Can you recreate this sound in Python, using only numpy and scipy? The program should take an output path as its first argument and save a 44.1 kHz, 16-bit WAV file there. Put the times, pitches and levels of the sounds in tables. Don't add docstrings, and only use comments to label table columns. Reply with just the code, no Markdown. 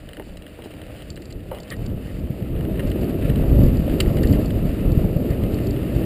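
import sys
import numpy as np
from scipy import signal
from scipy.fft import rfft, irfft
from scipy.io import wavfile
from scipy.ndimage import uniform_filter1d

SR = 44100
rng = np.random.default_rng(int(sys.argv[2]) if len(sys.argv) > 2 else 0)


def file_out(sig):
    cols = np.atleast_2d(sig).T
    lim = np.clip(cols, -1, 1)
    pcm = np.round(lim * 32767).astype(np.int16)
    wavfile.write(sys.argv[1], SR, pcm)


N = 266802


def undb(db):
    return 10 ** (np.asarray(db) / 20)


def unit(x):
    return x / np.sqrt(np.mean(x ** 2))


def columns(table):
    start_s, *levels = np.transpose(table)
    return [np.interp(np.arange(N) / SR, start_s, level) for level in levels]


def walk(rate_hz):
    hold = int(SR / rate_hz)
    steps = np.repeat(rng.standard_normal(N // hold + 1), hold)
    smooth = uniform_filter1d(uniform_filter1d(steps, hold), hold)[:N]
    return smooth / smooth.std()


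def resonate(x, peaks):
    out = 0
    for k, (hz, width_hz, db) in enumerate(peaks):
        b, a = signal.iirpeak(hz, hz / width_hz, SR)
        out = out + (-1) ** k * undb(db) * signal.lfilter(b, a, x)
    return out


def ring(hz, t60):
    t = np.arange(int(abs(t60) * SR) + 2) / SR
    return np.sin(2 * np.pi * hz * t) * np.exp(-np.log(1000) * t / abs(t60))


def add(out, start_s, sound, peak_db):
    i = int(start_s * SR)
    sound = sound[:N - i]
    out[i:i + len(sound)] += sound * undb(peak_db) / np.abs(sound).max()


def turbulence(spectrum, shared_db, own_db):
    hz, db = np.transpose(spectrum)
    octave = np.log2(np.fft.rfftfreq(N, 1 / SR) + 1)
    colour = undb(np.interp(octave, np.log2(hz), db, left=-60, right=-90))
    out = 0
    for centre in np.arange(4, 11, .5):
        window = np.cos(np.pi * np.clip(octave - centre, -.5, .5))
        band = irfft(rfft(rng.standard_normal(N)) * colour * window, N)
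        out = out + band * undb(shared_db + own_db * walk(13))
    return unit(out)


# start_s, peak_db, length_s (of the first half-swing)
GUSTS = [(1.355, -20.5, 0.0085), (1.402, -29, 0.0083), (1.817, -15.5, 0.004), (1.931, -20, 0.0028),
         (2.058, -21.8, 0.0037), (2.185, -21, 0.004), (2.235, -19.5, 0.0079), (2.304, -11.5, 0.0038),
         (2.424, -13, 0.0036), (2.715, -10.5, 0.0036), (3.152, -12, 0.0024), (3.299, -11.5, 0.0033),
         (3.324, -13.1, 0.0059), (3.594, -5, 0.0044), (3.677, -10.5, 0.0072), (3.796, -7.5, 0.003),
         (3.91, -10, 0.0043), (4.07, -7.5, 0.0075), (4.16, -13, 0.0036), (4.245, -7, 0.0092),
         (4.311, -5, 0.0058), (4.652, -8.5, 0.0055), (4.671, -13, 0.0076), (4.856, -7.5, 0.0055),
         (4.974, -5.5, 0.0044), (5.046, -4.5, 0.0041), (5.164, -10, 0.004), (5.305, -10.5, 0.0047),
         (5.534, -9.5, 0.0076), (5.569, -14, 0.0045), (5.688, -21, 0.0026), (5.755, -19, 0.0088),
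         (5.961, -7, 0.005)]
SWIRL_S = 0.0089
SWIRL_BUFFET_DB, SWIRL_FLUTTER_DB = -13.5, -19.5


def gust_swirl():
    t = np.arange(N) / SR
    return sum(undb(2 * peak_db) * np.exp(-((t - start_s) / SWIRL_S) ** 2)
               for start_s, peak_db, _ in GUSTS)


def gusts():
    out = np.zeros(N)
    for start_s, peak_db, length_s in GUSTS:
        phase = np.arange(int(2 * length_s * SR)) / (length_s * SR)
        push = np.sin(np.pi * phase) * np.exp(-.7 * phase) * np.sin(np.pi * phase / 2)
        add(out, start_s, push, peak_db)
    return out


# start_s, buffet_level_db, flutter_level_db
WIND = [(0.0, -43, -47), (0.98, -40, -42.5), (1.38, -32.5, -38), (1.67, -45, -39), (1.84, -22.5, -30.5),
        (2.09, -32, -38), (2.68, -23, -24), (3.12, -29, -23.5), (3.66, -12.5, -20), (3.82, -23, -23.5),
        (4.28, -16, -19), (4.63, -21.5, -22.5), (4.67, -16.5, -23), (4.77, -28, -26), (4.85, -14.5, -20.5),
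        (5.14, -26, -24), (5.98, -25.5, -22), (6.05, -23, -24)]
# pitch_hz, level_db (spectral density)
BUFFET = [(8.8, -45), (15, -6), (54, 4), (189, -8.5), (300, -14), (390, -49), (660, -120)]
# pitch_hz, level_db (spectral density)
FLUTTER = [(50, -10.5), (110, -0.5), (160, -2.5), (300, -3.5), (450, -10.5), (620, -15.5), (750, -27),
           (950, -36.5), (1400, -36)]
SURGE_DB = 2.5
PUSH_BIAS = 0.099


def wind():
    buffet_db, flutter_db = columns(WIND)
    throb = walk(21.9)
    buffet = turbulence(BUFFET, 1.1 * throb + SURGE_DB * walk(11), own_db=0.26)
    flutter = turbulence(FLUTTER, 0.95 * throb, own_db=1.43)
    both = (buffet + flutter) / 2
    lopsided = 1 + PUSH_BIAS * 3 * np.tanh(both / 3)
    swirl = gust_swirl()
    buffet_gain = np.sqrt(undb(2 * buffet_db) + undb(2 * SWIRL_BUFFET_DB) * swirl)
    flutter_gain = np.sqrt(undb(2 * flutter_db) + undb(2 * SWIRL_FLUTTER_DB) * swirl)
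    return lopsided * (buffet_gain * buffet + flutter_gain * flutter) + gusts()


def stones(rate_per_s, spread_db):
    chance = rng.random((3, N))
    size = undb(-spread_db * np.log(chance[1] + .004)) * np.sign(chance[2] - .5)
    return (chance[0] < rate_per_s / SR) * size


# start_s, crunch_level_db, grit_level_db (against the crunch)
GRAVEL = [(0.0, -51.5, -13), (0.2, -55.5, -9.5), (0.44, -54.5, -13.5), (0.81, -50, -13), (0.98, -51, -11),
          (1.26, -56, -9), (1.43, -56, -12), (1.68, -52.5, -10.5), (2.36, -51.5, -11), (2.53, -49.5, -15.5),
          (2.98, -45.5, -13.5), (3.33, -44, -14), (4.38, -45.5, -8), (4.62, -47, -13), (5.29, -47.5, -11),
          (6.05, -45, -13.5)]
# pitch_hz, width_hz, level_db (relative)
HOUSING = [(1224, 310, -4), (1820, 350, 0.5), (2070, 385, 0), (2643, 410, 0.5), (2976, 330, -0.5),
           (3750, 620, -10)]
# pitch_hz, width_hz, level_db (relative)
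GRIT = [(4050, 740, -9), (4590, 550, 9), (5450, 600, -7), (5600, 830, -9)]
# pitch_hz, width_hz, level_db (relative)
TYRE = [(302.4, 22, 1), (472, 155, -4.5), (611, 180, -4)]
TYRE_DB = 8


def gravel():
    crunch_db, grit_db = columns(GRAVEL)
    patch = undb(1.0 * walk(25.06) + 0.81 * walk(90))
    contact = unit(stones(3000., spread_db=2.5)) + 0.83 * rng.standard_normal(N)
    crunch = undb(crunch_db) * unit(patch * resonate(contact, HOUSING))

    fine = resonate(np.roll(contact, N // 2), [(4740, 3400, 0)])
    fine = patch * undb(1.2 * walk(40)) * resonate(fine, GRIT)
    grit = undb(crunch_db + grit_db) * unit(fine)

    thumps = resonate(unit(stones(400., spread_db=3.5)), [(397, 630, 0)])
    tyre = undb(crunch_db + TYRE_DB) * unit(resonate(thumps, TYRE))
    return crunch + grit + tyre


SCATTER_DB = 1.5
RADIATE_HZ, WALL_HZ = 1190, 5440
WALL = signal.butter(4, [RADIATE_HZ, WALL_HZ], "band", fs=SR, output="sos")


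def strike(modes, length_s, fade, hardness_db, ring_share=1, crack_db=-12):
    t = np.linspace(0, 1, max(int(abs(length_s) * SR), 8))
    envelope = np.exp(-fade * t) * np.sin(np.pi * t).clip(0) ** 0.36
    contact = rng.standard_normal(4096)[:len(t)] * envelope
    chance = rng.standard_normal((len(modes), 2))
    body = np.zeros(len(t) + SR // 10)
    for (hz, db, t60), (level_chance, pitch_chance) in zip(modes, chance):
        free = ring(hz * (1 + 0.0071 * pitch_chance), min(ring_share * t60, .09))
        driven = signal.convolve(contact, free)
        driven *= np.linalg.norm(free) / np.linalg.norm(driven)
        tilt_db = hardness_db * np.log2(hz / 2500)
        body[:len(driven)] += undb(db + tilt_db + SCATTER_DB * level_chance) * driven
    body[:len(t)] += undb(crack_db) * contact * np.linalg.norm(body) / np.linalg.norm(contact)
    return signal.sosfilt(WALL, body)


STRAY_PER_S = 6
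STRAY_DB, STRAY_SPREAD_DB = 7.5, 4.5


def stray_knocks():
    crunch_s, crunch_db = np.transpose(GRAVEL)[:2]
    strays = []
    for when, size, hardness in rng.random((int(STRAY_PER_S * N / SR), 3)):
        start_s = when * N / SR
        over_db = STRAY_DB - STRAY_SPREAD_DB * np.log(size + 0.063)
        peak_db = np.interp(start_s, crunch_s, crunch_db) + over_db
        strays.append((start_s, peak_db, 16 * hardness - 8))
    return strays


# start_s, peak_db, hardness_db (per octave)
KNOCKS = [(0.089, -32.5, 5), (0.132, -29.5, 2), (0.169, -30.5, -3), (0.1963, -31.5, -14), (0.2225, -36, 1),
          (0.371, -33, 20), (0.4214, -37, 11), (0.465, -35, -4), (0.6205, -34.5, 0), (0.7373, -38, 5),
          (0.8157, -32, 7), (.865, -39, 10), (1.0056, -41, -2), (1.0206, -31.5, 7), (1.165, -34, 8),
          (1.174, -33.5, 2), (1.222, -38, -1), (1.4044, -41, 5), (1.513, -35, 1), (1.5474, -34, 11),
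          (1.585, -33, 5), (1.6787, -35, 2), (2.0263, -41, -4), (2.239, -44, 9), (2.271, -42, 4),
          (2.6085, -32.5, 2), (2.758, -39, -13), (2.774, -37, -2), (2.794, -23, -14), (2.916, -29, 0),
          (3.299, -30, 4), (3.358, -28.5, 9), (3.896, -29, 0), (4.0022, -12.5, 16), (4.17, -26.5, 6),
          (4.235, -25.5, -13), (4.332, -31, -12), (5.436, -30.5, -8), (5.586, -31.5, 0), (5.763, -33, -2)]
# pitch_hz, level_db (relative), t60_s
FRAME_MODES = [(1260, -15, 0.018), (1850, -15, 0.026), (1883, -5, 0.052), (2071, -1, 0.034),
               (2390, -1, 0.012), (2860, 3, 0.022), (3020, 2, 0.018), (3230, -4, 0.016), (3960, -5, 0.02),
               (4560, -23, 0.016), (4950, -8.5, 0.0072)]
KNOCK_S = 0.0037
KNOCK_RING = 0.89


def knocks():
    out = np.zeros(N)
    for start_s, peak_db, hardness_db in KNOCKS + stray_knocks():
        add(out, start_s, strike(FRAME_MODES, KNOCK_S, 2.2, hardness_db, KNOCK_RING), peak_db)
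    return out


THUD_TAIL_DB, THUD_TAIL_RATIO = -15, 3.5
THUD_RISE_S = 0.00043


def thud(hz, t60):
    body = ring(hz, t60)
    for ratio, share in ((1.7, 0.49), (2.7, 0.17), (4.1, 0.1)):
        overtone = ring(ratio * hz, t60 / ratio)
        body[:len(overtone)] += share * overtone
    t = np.arange(int(THUD_TAIL_RATIO * len(body))) / SR
    rumble = rng.standard_normal(SR // 2)[:len(t)]
    for _ in range(3):
        rumble = resonate(rumble, [(hz, 1.1 * hz, 0)])
    out = undb(THUD_TAIL_DB - 30 * t / t[-1]) * unit(rumble)
    out[:len(body)] += body[:len(out)]
    return out * (1 - np.exp(-t / THUD_RISE_S))


# start_s, peak_db, pitch_hz, t60_s
THUDS = [(0.185, -27.5, 301, 0.037), (.198, -21.5, 477, 0.012), (.216, -37, 390, 0.025),
         (.223, -35, 435, 0.014), (.589, -29.5, 505, .02), (.659, -22.5, 333, 0.012),
         (0.744, -29, 296, 0.058), (1.177, -39, 510, 0.013), (1.513, -30, 644, 0.015),
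         (1.516, -19, 522, 0.065), (5.043, -17, 292, 0.028)]


def thuds():
    out = np.zeros(N)
    for start_s, peak_db, hz, t60 in THUDS:
        add(out, start_s, thud(hz, t60), peak_db)
    return out


# start_s, peak_db, length_s, hardness_db (per octave),
# crack_db (bare contact noise against the ringing)
SCRAPES = [(0.637, -37, 0.028, 20, -8), (0.706, -39, .015, 10, -8), (0.957, -39.5, 0.089, 10, -8),
           (1.301, -44, 0.016, 5, -10), (1.52, -40.5, .08, -1, -8), (1.708, -24.5, 0.036, -20, -19),
           (2.064, -40, 0.059, -15, -14), (2.795, -28, 0.014, -6, -2), (4.004, -16.5, 0.0095, 8, 1),
           (4.01, -33, 0.032, 16, 11), (4.167, -33.5, .03, 0, -8), (4.238, -31, 0.013, -20, -14),
           (4.331, -32.5, .03, -6, -4), (5.299, -36, 0.044, -21, -12)]
SCRAPE_FADE, SCRAPE_RING = 0.79, 0.78


def scrapes():
    out = np.zeros(N)
    for start_s, peak_db, length_s, hardness_db, crack_db in SCRAPES:
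        rub = strike(FRAME_MODES, length_s, SCRAPE_FADE, hardness_db, SCRAPE_RING, crack_db)
        add(out, start_s, rub, peak_db)
    return out


# start_s, peak_db
TICKS = [(1.1017, -28), (1.1574, -37.5), (1.219, -38.5), (1.254, -36.5), (1.305, -40), (1.3243, -35),
         (1.601, -37), (1.6317, -36), (1.702, -26.5), (1.764, -42), (1.8616, -33.5), (2.869, -40.5),
         (2.9, -38), (3.01, -40), (3.042, -39), (3.633, -35), (3.7693, -36), (4.0034, -14), (4.1669, -36),
         (4.231, -28.5), (4.271, -30), (4.3258, -31), (4.457, -33), (4.918, -36), (5.304, -37),
         (5.542, -35.5), (5.668, -34), (5.707, -31.5), (5.951, -39.5)]
# pitch_hz, level_db (relative), t60_s
TICK_MODES = [(2800, -28.5, .01), (3870, -7, .008), (4510, 1, 0.02), (4740, 4, 0.012), (5220, -7.5, 0.017)]
TICK_S = 0.0051


def ticks():
    out = np.zeros(N)
    for start_s, peak_db in TICKS:
        add(out, start_s, strike(TICK_MODES, TICK_S, fade=0.84, hardness_db=0, crack_db=-19), peak_db)
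    return out


def scene():
    return (wind() + gravel() + knocks() + thuds() + scrapes() + ticks())[None]


CEILING = .95
HOLD_HZ, BASS_HZ, TOP_HZ = 12000, 19, 15250


def record(dry):
    x = signal.sosfilt(signal.butter(2, BASS_HZ, "high", fs=SR, output="sos"), dry[0])
    x = x / (1 + (x / CEILING) ** 6) ** (1 / 6)
    coarse = signal.resample_poly(x, HOLD_HZ, SR)
    held = signal.resample_poly(np.repeat(coarse, 4), SR, 4 * HOLD_HZ)[:N]
    top_cut = signal.ellip(8, .2, 70, TOP_HZ, fs=SR, output="sos")
    return signal.sosfilt(top_cut, held)[None]


dry = scene()
out = record(dry)
file_out(out)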